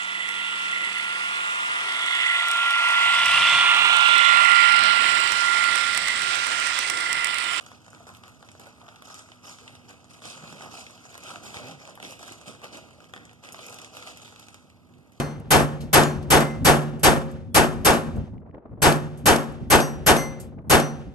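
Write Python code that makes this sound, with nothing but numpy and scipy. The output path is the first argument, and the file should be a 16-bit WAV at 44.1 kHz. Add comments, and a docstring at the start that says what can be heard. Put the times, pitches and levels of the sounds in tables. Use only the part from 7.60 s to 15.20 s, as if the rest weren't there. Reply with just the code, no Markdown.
"""Crisp crinkling at once, over a quiet room hum: a plastic bag of icing is kneaded, turned over and shaken down.
Creases buckle in dense showers of filtered-noise clicks, facets ping as short sines, and folds snap as noise bursts.
The soft filling and arms bump as damped low tones and drag as low noise; stiff plastic is tapped, the counter groans.
A kitchen counter and walls add a short tail; two microphone ports are subtracted from each other for width."""
import sys
import numpy as np
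from scipy import signal
from scipy.fft import rfft, irfft
from scipy.io import wavfile
from scipy.ndimage import uniform_filter1d

SR = 44100
rng = np.random.default_rng(int(sys.argv[2]) if len(sys.argv) > 2 else 0)


def store_wav(level_fs):
    """Save 16-bit WAV to argv[1]."""
    pcm = np.round(np.clip(np.atleast_2d(level_fs), -1, 1) * 32767)
    wavfile.write(sys.argv[1], SR, pcm.T.astype(np.int16))


N = 335160
TIME = np.arange(N) / SR
FREQS = np.maximum(np.arange(N // 2 + 1) * SR / N, 1)  # kept above zero for log lookup

# colour of the ventilation rumble: [f/Hz, level/dB]
ROOM_COLOUR = [(25, -16), (50, -7), (75, 2.5), (110, 3.5), (170, 0.5), (250, -3.5), (450, -13.5),
               (800, -13), (1500, -23.5), (3000, -26.5), (7000, -36.5), (13000, -37)]
# appliance hum before its waver: [f/Hz, level/dB]
APPLIANCE_HUM = [(107.7, -67), (246.5, -64), (304, -76.5)]
# squeezes and shifts of grip, before layer trims; the bag is kneaded, turned over from 2.6 s,
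# hung by its top from 4.4 s and gathered from 5.8 s:
# [start t/s, length t/s, crinkle level/dB, treble relative to it level/dB]
GRIPS = [(-.02, 0.17, -56.5, 0), (0.302, 0.15, -58.5, 1.5), (0.457, 0.044, -54.5, 5.5),
         (0.523, 0.052, -60, 5), (0.62, 0.077, -56, -2.5), (0.796, 0.082, -60, -2.5),
         (0.978, .125, -54.5, -1), (1.158, .23, -59, -2.5), (1.431, 0.18, -53.5, 4), (1.821, 0.1, -51, 3),
         (1.974, 0.19, -57.5, -1), (2.27, 0.049, -50, -3.5), (2.481, .13, -58.5, 2.5),
         (2.613, 0.11, -49.5, 5), (2.72, 0.34, -52, 0), (3.001, 0.076, -45, -7), (3.097, 0.12, -48.5, 1),
         (3.201, 0.31, -57, 2.5), (3.488, 0.12, -54.5, 0.5), (3.616, 0.16, -47.5, 0),
         (3.814, .12, -49, 2.5), (3.924, 0.084, -45.5, 3), (4.006, 0.12, -47, -5.5),
         (4.177, .13, -54, -1.5), (4.41, 0.11, -50, 5.5), (4.577, .16, -51.5, 2.5), (4.767, 0.26, -59, -2),
         (4.849, 0.0602, -49.5, 0.5), (5.02, 0.034, -44.5, -0.5), (5.105, 0.08, -48, 0.5),
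         (5.215, 0.1, -57.5, -20), (5.388, .07, -58.5, -8), (5.535, 0.05, -55, -1),
         (5.599, .11, -62.5, -20), (5.817, .1, -51.5, 0), (5.933, 0.33, -51, 2.5), (6.317, 0.15, -50.5, 5),
         (6.448, 0.06, -49.5, 6.5), (6.539, 0.2, -58.5, 5), (6.749, 0.19, -63.5, 3), (7.51, 0.12, -71, 2.5)]
# faint crinkle of the bag merely held, before layer trims;
# it hangs free near 5.8 s and rests at the end: [t/s, level/dB]
LIGHT_HOLD = [(5.2, -62), (5.79, -69), (5.86, -62.5), (6.85, -62.5), (7.15, -69.5)]
# how loosely the bag hangs, before each layer takes its share: [t/s, slack level/dB]
BAG_SLACK = [(0, -3.5), (.6, -16.5), (1, -3.5), (1.5, -12), (2.1, -5), (3, -1), (3.8, -1.5), (4.2, 4),
             (4.7, 4.5), (5, 3), (5.3, 4.5), (5.55, 0), (5.9, 1.5), (6.4, 0.5), (7, -4.5)]
# the weight of the icing shifts, before the rub trim: [start t/s, length t/s, level/dB]
ICING_SLIDES = [(1.17, 0.026, -54), (2.631, 0.05, -49), (2.857, 0.33, -53), (3.657, 0.4, -52.5),
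                (3.98, 0.08, -48), (4.409, 0.046, -46.5), (4.861, 0.027, -46), (5.107, .07, -49.5),
                (5.55, 0.076, -51.5), (7.346, 0.068, -56)]
# a dragging forearm judders and sets the counter groaning: [start t/s, length t/s, level/dB, f/Hz]
COUNTER_GROANS = [(2.78, 0.12, -58, 160), (4.01, 0.165, -51, 141), (3.995, 0.12, -50, 262),
                  (4.42, 0.022, -59, 210), (5.14, 0.042, -63, 270)]
# soft bumps of bag and arms, before the bump trim: [t/s, level/dB, f/Hz]
SOFT_BUMPS = [(.404, -27.5, 680), (2.134, -26.5, 138.3), (2.646, -33, 225.1), (2.835, -23, 201.5),
              (3.057, -25, 170), (3.965, -26, 95), (3.998, -23, 612), (4.147, -29, 142), (4.288, -25, 620),
              (4.344, -31, 597), (4.3735, -32, 683), (4.711, -23, 329.6), (4.876, -24.5, 199.4),
              (5.61, -30, 156.5), (6.492, -23, 239)]
# a light hard tap and its rebounds: [t/s, level/dB]
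HARD_TAPS = [(5.5370, -36), (5.5629, -42), (5.569, -47), (5.5766, -45.5)]
# modes of the tapped plastic: [f/Hz, level/dB, 60 dB decay t/s]
PLASTIC_MODES = [(483, 1, 0.013), (780, -2, 0.025), (1260, -4.5, 0.028), (1540, 10.5, 0.0082),
                 (1824, 8.5, 0.016), (2220, -23, .015), (2645, -3, 0.016), (3246, -1, 0.021),
                 (3520, 4, 0.0088), (5470, -8, 0.0065), (6550, -10, 0.0089)]
# single folds snapping through:
# [t/s, body level/dB, crack level/dB, sizzle level/dB, glassy edge level/dB]
FOLD_SNAPS = [(0.009, -50, -48, -52.5, -70), (0.0628, -49, -49, -48, -69.5), (0.1155, -44, -52, -59, -75),
              (0.2627, -51, -55, -54, -75), (0.2799, -48, -57, -71.5, -83.0),
              (0.3027, -64, -73, -53, -68.5), (0.3302, -47.5, -69, -58, -71), (0.3468, -51, -48, -56, -70),
              (0.468, -44.5, -55, -58.5, -75.0), (0.49, -42, -52, -54.5, -58.5),
              (0.4994, -47.5, -57, -63, -67), (0.548, -58, -48, -60.0, -60), (0.5687, -61, -55, -58, -57),
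              (0.6353, -48.5, -46.5, -56, -68.0), (0.679, -53.5, -51, -55, -58),
              (0.8259, -46, -51, -64, -73.5), (0.887, -54, -47, -55.5, -73.5), (0.9154, -69, -61, -50, -69),
              (0.9502, -48, -59, -67, -78), (0.9963, -45.5, -50, -52, -54), (1.0605, -54, -52, -71, -68),
              (1.0676, -46, -56, -67, -60), (1.2142, -52, -53.5, -75, -84.0),
              (1.2811, -44.5, -50, -66.0, -79.0), (1.2869, -47, -46, -58, -74),
              (1.3585, -70, -51, -57, -68.5), (1.421, -44.5, -46.5, -56, -55), (1.499, -43, -52, -68, -75),
              (1.5426, -58, -49, -43, -53), (1.5915, -49, -51, -45, -63.5), (1.6865, -50, -59, -61, -76),
              (1.7172, -53, -45.5, -58, -73), (1.8937, -48, -65, -45, -65), (1.9849, -52, -49, -55, -75),
              (2.077, -56, -41, -51, -70), (2.151, -55, -48.5, -55, -65.5), (2.4427, -56, -58, -57, -78),
              (2.619, -45, -47, -54, -62), (2.654, -44, -46, -42, -53), (2.776, -44, -48.5, -48, -73),
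              (2.823, -48, -52, -66, -76), (2.839, -44, -50, -63, -74), (2.8763, -49, -47, -65, -74),
              (2.9245, -43, -45, -49, -59), (3.0075, -41.5, -59, -51, -70.5),
              (3.2652, -59, -43, -55, -64.0), (3.307, -55, -54, -52, -61), (3.3766, -58, -53, -65, -71),
              (3.4523, -47, -61, -52, -70), (3.542, -51, -47.5, -49, -61.0), (3.5516, -42.5, -48, -54, -61),
              (3.577, -46.5, -48, -46.5, -51), (3.635, -57, -51, -47, -53), (3.7017, -46, -45, -63, -61),
              (3.7575, -38, -39.5, -53, -71), (3.8634, -48, -45, -70, -69), (3.9419, -41, -39, -51, -65),
              (3.961, -44, -46.0, -59, -68.5), (3.9684, -57, -38, -56.5, -68.5), (4.07, -61, -49, -56, -57),
              (4.0843, -60, -51, -48, -60.0), (4.1105, -53, -45.5, -48, -64), (4.2512, -49, -47, -53, -65),
              (4.2746, -44, -50, -49, -64.5), (4.2889, -49, -62, -60, -76.0), (4.295, -65, -70, -49.0, -68),
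              (4.306, -51, -50, -61, -74.0), (4.353, -61, -51, -60, -51.5),
              (4.3742, -41.5, -61.0, -70.5, -70), (4.3999, -43, -44.5, -54, -62),
              (4.427, -45, -39, -49, -51), (4.4482, -55, -38.5, -59, -66.0), (4.507, -59, -52, -47, -51),
              (4.516, -56, -62, -50, -54), (4.5226, -46, -60, -47, -54), (4.5919, -53, -59, -50, -60),
              (4.6277, -44, -46, -47, -55.5), (4.6783, -43, -53, -45, -53), (4.7209, -47, -60, -45, -50),
              (4.8123, -51, -51, -50, -66.5), (4.879, -46, -46, -49.5, -63), (4.9487, -48, -53, -56, -74),
              (5.0162, -46, -54, -58, -67), (5.042, -39.5, -44, -46, -54), (5.17, -46, -56, -46, -54),
              (5.2852, -54, -62, -72, -80), (5.403, -49, -52, -59, -72), (5.4416, -56, -53.5, -59.0, -68),
              (5.495, -51, -61, -72, -78), (5.6516, -70, -57, -50, -65), (5.693, -70, -50.5, -65, -85.0),
              (5.7118, -55, -55, -66, -80), (5.731, -56, -61, -58.5, -64), (5.8381, -66, -50, -63, -69.5),
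              (5.847, -52, -49, -52, -67), (5.8881, -66, -45, -51, -73), (5.922, -63, -64, -43, -48),
              (5.9279, -65, -61.0, -50, -46), (5.944, -40.5, -42.5, -57, -65.5),
              (5.9902, -45, -43, -66, -70.5), (6.0648, -69, -62, -45, -47), (6.096, -68, -65, -49, -53),
              (6.125, -46, -47, -44.5, -53.5), (6.1418, -63, -56, -44, -51), (6.186, -53, -42.5, -47, -56),
              (6.2157, -53, -51, -44.5, -57), (6.245, -58, -44, -44.5, -60), (6.3677, -46.5, -41, -47, -51),
              (6.4248, -52, -43, -49.5, -59.5), (6.471, -46.5, -43, -52, -56), (6.5716, -63, -48, -49, -51),
              (6.677, -53.5, -48, -62, -62), (6.7229, -52, -54, -57, -66), (6.7595, -53, -47, -55, -64.5),
              (6.7956, -55, -51, -49, -54), (6.8265, -71, -51, -58, -70),
              (6.8834, -52, -46.5, -50.5, -60.5), (6.9428, -48.0, -47.5, -49, -56),
              (7.0988, -71, -56, -62, -70), (7.3371, -79, -60, -82, -79),
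              (7.5196, -70.5, -61.5, -65.5, -64)]
# colour of the crinkling film: [f/Hz, level/dB]
FILM_COLOUR = [(200, -24), (300, -3), (500, 1.5), (740, 1.5), (1050, -5), (1260, 2.5), (1500, -4.5),
               (1950, -8), (2700, -2.5), (4200, -7), (7000, -8), (9500, -13.5), (12000, -20),
               (14000, -26.5)]
# how unlike the two ports hear a sound: [f/Hz, side minus mid level/dB]
PORT_SIDE = [(40, 14), (100, -10), (270, -3.5), (500, -12), (750, -4), (1300, 0.5), (2000, 10), (3000, 4),
             (4200, -1), (8000, 0)]
# lean between the ports before they are subtracted: [f/Hz, left minus right level/dB]
PORT_BALANCE = [(100, -1), (300, -5), (750, -7), (1050, 3.5), (1400, 8), (2500, -11.5), (4500, 0),
                (7000, -4.5), (13000, 1)]
# phase lean before the subtraction: [f/Hz, lead of the left port/rad]
PORT_PHASE = [(380, 0.57), (620, 0.41), (1000, -0.05), (1450, -0.14), (2200, -0.18)]
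# share of the opposite port that is subtracted: [f/Hz, level/dB]
CROSSFEED = [(200, -20), (500, -10), (1000, -2.5), (1600, -.5), (2050, -.05), (2400, -.5), (3100, -2.5),
             (4200, -4), (7000, -8), (13000, -14)]

GRIP_ATTACK_S, GRIP_RELEASE_S = .022, .032  # creases load quickly and settle a little more slowly
GRIP_SWELL_DB, GRIP_CREST = 3, .45  # rise to a crest, and where the crest sits as a share of the length
HOLD_TREBLE_DB = -1  # treble of the light hold, relative to its crinkle
CRISP_WAVER_DB = 2.06  # the film tightens and slackens unevenly under the fingers
RUB_DB = -57  # drag at an average grip, before the rub trim
RUB_FOLLOW, RUB_SLACK = 0.26, 0.16  # dB of drag per dB of grip and per dB of slack
CROSSFEED_HZ, TOP_HZ = 2050, 14300  # one period delays the crossfeed; edge of the top cut


def undb(db):
    """Decibels to gain."""
    return np.exp(np.asarray(db) * (np.log(10) / 20))


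def unit(x):
    """Scale to rms 1."""
    return x / np.sqrt(np.mean(x ** 2))


def curve(table):
    """A timed table at every sample."""
    return np.interp(TIME, *np.transpose(table))


def gains(points, hz):
    """Gain of a spectrum table at the given frequencies, drawn straight over log frequency."""
    f, db = np.transpose(points)
    return undb(np.interp(np.log(hz), np.log(f), db))


def band(x, lo_hz, hi_hz, order=2):
    """Causal band-pass."""
    edges_hz = [lo_hz, min(hi_hz, .45 * SR)]
    return signal.sosfilt(signal.butter(order, edges_hz, "band", fs=SR, output="sos"), x)


def walk(rate_hz):
    """Random levels held 1 / rate s and slewed twice; spread near 1."""
    k = int(SR / rate_hz)
    steps = np.repeat(rng.standard_normal(N // k + 1), k)
    return 1.3 * uniform_filter1d(uniform_filter1d(steps, k), k)[:N]


def add(out, s, sound):
    """Mix a short two-port sound in at time s."""
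    i = max(int(s * SR), 0)
    out[:, i:i + sound.shape[1]] += sound[:, :N - i]


def room_tone(level_db=-58.0, waver_db=1, hum_waver_db=2.0, wander_rad=0.37):
    """Low ventilation rumble is coloured noise; faint hums waver in level and phase."""
    spectrum = rfft(rng.standard_normal((2, N))) * gains(ROOM_COLOUR, FREQS)
    air = unit(irfft(spectrum, N)) * undb(level_db + waver_db * walk(3.67))
    hum = 0
    for hz, db in APPLIANCE_HUM:
        gain = undb(db + hum_waver_db * np.tanh(walk(6)))
        hum = hum + gain * np.sin(2 * np.pi * hz * TIME + wander_rad * walk(5))
    return air + hum


def kitchen(x, t60_s=0.57, treble_t60_s=0.74, wet_db=-11, treble_db=-2, split_hz=2000, count=3):
    """Counter and walls return a decaying tail, longer in the treble, whose echo pattern keeps shifting."""
    t = TIME[:22050]

    def fade(t60):
        decay = np.exp(-np.log(1000) * t / t60) * (1 - np.exp(-t / 0.0027))
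        return decay * rng.standard_normal((2, len(t)))

    # wandering weights blend several tails while their total power stays constant
    places = np.array([walk(3) for _ in range(count)])
    places /= np.linalg.norm(places, axis=0)
    echo = 0
    for place in places:
        low = band(fade(t60_s), 73, split_hz, order=1)
        treble = band(fade(treble_t60_s), split_hz, 9800, order=1)
        tail = low + undb(treble_db) * treble
        tail /= np.sqrt(np.sum(tail ** 2) / 2)
        echo = echo + signal.fftconvolve(x * place, tail, axes=1)[:, :N]
    return x + undb(wet_db) * echo


def stroke(start_s, length_s):
    """Envelope of one hand movement: it catches, swells to a crest, eases and dies away."""
    out = np.zeros(N)
    stop_s = start_s + length_s + 10 * GRIP_RELEASE_S
    span = slice(max(int(start_s * SR), 0), int(stop_s * SR))
    since = TIME[span] - start_s
    rise = np.clip(since / GRIP_ATTACK_S, 0, 1)
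    swell = np.interp(since / length_s, [0, GRIP_CREST, 1], [-.5, .5, -.5])
    release = np.exp(-np.maximum(since - length_s, 0) / GRIP_RELEASE_S)
    out[span] = rise * undb(GRIP_SWELL_DB * swell) * release
    return out


def hands():
    """Effort of the hands and crispness of the film in dB: grip powers add up over the light hold."""
    power = undb(curve(LIGHT_HOLD)) ** 2
    treble = power * undb(HOLD_TREBLE_DB) ** 2
    for start_s, length_s, db, treble_db in GRIPS:
        grip = (undb(db) * stroke(start_s, length_s)) ** 2
        power = power + grip
        treble = treble + grip * undb(treble_db) ** 2
    crisp_db = 10 * np.log10(treble / power) + CRISP_WAVER_DB * walk(24.774)
    return 10 * np.log10(power), crisp_db


def crispness(hz):
    """Share of the film's tautness that shows at a frequency: taut film is crisper than slack film."""
    return np.interp(np.log(hz), np.log([1100, 5000, 13000]), [0, 1, .75])


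def rub(effort_db, trim_db=-3, uneven_db=-1.0):
    """The icing's weight drags the bag over skin and cloth: uneven low noise, more with grip, slack or shifts."""
    drag = band(rng.standard_normal((2, N)), 123, 329) * undb(uneven_db * walk(60))
    follow_db = RUB_FOLLOW * (effort_db - effort_db.mean())
    power = undb(RUB_DB + follow_db + RUB_SLACK * curve(BAG_SLACK)) ** 2
    for start_s, length_s, db in ICING_SLIDES:
        power = power + (undb(db) * stroke(start_s, length_s)) ** 2
    return unit(drag) * np.sqrt(power) * undb(trim_db)


def groans(width_hz=14):
    """Stick and slip sounds one low tone, wandering in pitch and level, for the length of a drag."""
    drags = 0
    for start_s, length_s, db, hz in COUNTER_GROANS:
        turns = np.cumsum(hz + width_hz * walk(90)) / SR
        drags = drags + undb(db) * stroke(start_s, length_s) * np.sin(2 * np.pi * turns)
    return drags * undb(2 * walk(70))


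def bumps(decay_s=0.0035, thud_db=-5, trim_db=-2):
    """A soft push rings one heavily damped low mode over a dull noise thud."""
    out, t = np.zeros((2, N)), TIME[:6000]
    shape = (1 - np.exp(-t / 0.0089)) * np.exp(-t / decay_s)
    for s, db, hz in SOFT_BUMPS:
        thud = unit(band(rng.standard_normal((2, len(t))), hz / 2, 2 * hz))
        body = np.sin(2 * np.pi * hz * t) + undb(thud_db) * thud
        add(out, s, undb(db + trim_db) * shape * body)
    return out


def taps(contact_s=0.0017, port_turns=0.16):
    """A brief contact tick rings stiff plastic; the two ports hear its modes slightly out of step."""
    out, t = np.zeros((2, N)), TIME[:2048]
    for s, db in HARD_TAPS:
        ring = 0
        for hz, mode_db, t60 in PLASTIC_MODES:
            phase = port_turns * rng.standard_normal((2, 1))
            decay = undb(mode_db) * np.exp(-np.log(1000) * t / t60)
            ring = ring + decay * np.sin(2 * np.pi * (hz * t + phase))
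        tick = band(rng.standard_normal((2, len(t))) * np.exp(-t / contact_s), 600, 8100)
        add(out, s, undb(db) * (ring * (1 - np.exp(-t / 0.00019)) + tick))
    return out


def snaps(rise_s=0.00074, crack_s=0.00097, tail_s=0.015, tail_db=-24):
    """A fold flips over: a sharp crack and a short flutter of film; tight folds have a glassy edge."""
    out, t = np.zeros((2, N)), TIME[:2048]
    decay = np.exp(-t / crack_s) + undb(tail_db) * np.exp(-t / tail_s)
    shape = (1 - np.exp(-t / rise_s)) ** 2 * decay
    rows, sounds = np.array(FOLD_SNAPS), 0
    bursts = shape * rng.standard_normal((len(rows), 2, len(t)))
    ranges_hz = [(458, 1850), (1700, 3850), (5420, 8640), (9100, 12800)]  # body, crack, sizzle, edge
    for (lo, hi), db in zip(ranges_hz, rows[:, 1:].T):
        part = band(bursts, lo, hi, order=3)
        # level is set as if all the energy fell within 5 ms
        power = np.sum(part ** 2, axis=2, keepdims=True) / (.005 * SR)
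        sounds = sounds + part * undb(db)[:, None, None] / np.sqrt(power)
    for s, sound in zip(rows[:, 0], sounds):
        add(out, s, sound)
    return out


def facets(effort_db, crisp_db, count=2600, ring_s=0.0012, spread_db=3, trim_db=4):
    """Small flat facets flip, each with a brief ping at its own pitch; wide ones knock low and ring longer."""
    out, t = np.zeros((2, N)), TIME[:512]
    when, size, pitch, left, right = rng.random((count, 5)).T
    at = (when * N).astype(int)
    hz = 480 * 29 ** pitch ** .85
    size_db = spread_db * np.minimum(-np.log(1 - size), 2)
    db = effort_db[at] + crispness(hz) * crisp_db[at] + size_db
    strength = undb(db + trim_db) * gains(FILM_COLOUR, hz) * np.sqrt(hz / 1000)
    decay = np.exp(-np.outer((hz / 3000) ** 0.38 / ring_s, t))
    shapes = (1 - np.exp(-t / 0.00033)) * decay
    # each port hears the ping at its own random phase
    turns = np.outer(hz, t) + np.array([left, right])[:, :, None]
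    pings = strength[:, None] * shapes * np.sin(2 * np.pi * turns)
    for s, ping in zip(TIME[at], pings.swapaxes(0, 1)):
        add(out, s, ping)
    return out


def buckles(effort_db, per_s, spread_db):
    """Energy of random crease clicks: more when the hands work harder, most tiny, a few large."""
    rate = per_s * undb(.75 * (effort_db - effort_db.mean()))
    size = np.minimum(rng.exponential(size=N), 3.8)
    energy = (rng.random(N) < rate / SR) * undb(spread_db * size) ** 2
    # a large buckle relieves the strain that its neighbours would have released
    return energy / (uniform_filter1d(energy, size=1700) + 1e-4)


def crinkle(effort_db, crisp_db, per_s=480, spread_db=1.0, patchy_db=3.5, ring_s=0.0026,
            facet_db=2.0, slide_db=-16, trim_db=-1.78):
    """Each click rings the film briefly in its own colour; film sliding on film hisses between them."""
    slack_db = curve(BAG_SLACK)
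    energy = buckles(effort_db, per_s, spread_db)
    hit = np.flatnonzero(energy)
    edges_hz = np.geomspace(250, 15500, 19)
    out, grit = np.zeros((2, N)), rng.standard_normal((2, N))
    for lo, hi in zip(edges_hz, edges_hz[1:]):
        hz, clicks = np.sqrt(lo * hi), np.zeros(N)
        # every click has its own balance of bands
        patches = unit(undb(patchy_db * rng.standard_normal(len(hit))))
        clicks[hit] = energy[hit] * patches ** 2
        # low bands ring very slightly longer
        keep = np.exp(-1 / (SR * ring_s * (3000 / hz) ** 0.014))
        # a buckle takes about half a millisecond to run along its crease
        push = uniform_filter1d(clicks + undb(slide_db) ** 2, size=24)
        ringing = signal.lfilter([1 - keep], [1, -keep], push)
        grains = band(np.sqrt(ringing) * grit, lo, hi, order=3)
        # a loose bag flaps lower and its free sheet rattles; a pinched one moves its body to the midrange
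        looseness = np.interp(hz, [450, 850, 1400, 2400, 3600, 5500], [.65, 0, -.4, .35, .3, 0])
        # facets change size as the bag deforms, so its resonances come and go
        facets_db = facet_db * walk(21.926)
        band_db = effort_db + crispness(hz) * crisp_db + looseness * slack_db + facets_db
        out += grains * undb(band_db)
    colour = gains(FILM_COLOUR, FREQS)
    colour /= np.sqrt(np.mean(colour ** 2) / 2)
    return irfft(rfft(out) * colour, N) * undb(trim_db)


def scene():
    """The bag in the kitchen, as it reaches the two ports."""
    effort_db, crisp_db = hands()
    film = crinkle(effort_db, crisp_db) + facets(effort_db, crisp_db) + snaps()
    handling = taps() + bumps() + groans() + rub(effort_db)
    return kitchen(film + handling) + room_tone()


def record(dry):
    """Ports differ in width, level and phase; each loses a delayed share of the other; the top is cut."""
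    left, right = rfft(dry)
    width = gains(PORT_SIDE, FREQS)
    mid, side = (left + right) / 2, width * (left - right) / 2
    # half of each lean goes to either port
    lean = np.sqrt(gains(PORT_BALANCE, FREQS))
    lean = lean * np.exp(.5j * np.interp(FREQS, *np.transpose(PORT_PHASE)))
    ports = np.array([(mid + side) * lean, (mid - side) / lean])
    ports = ports / np.sqrt((1 + width ** 2) / 2)
    share = np.minimum(gains(CROSSFEED, FREQS), 1)
    delay = np.exp(-2j * np.pi * FREQS / CROSSFEED_HZ)
    crossed = ports - share * delay * ports[::-1]
    wide = irfft(crossed / np.sqrt(1 + share ** 2), N)
    return signal.sosfilt(signal.ellip(10, .2, 70, TOP_HZ, fs=SR, output="sos"), wide)


dry = scene()
out = record(dry)
store_wav(out)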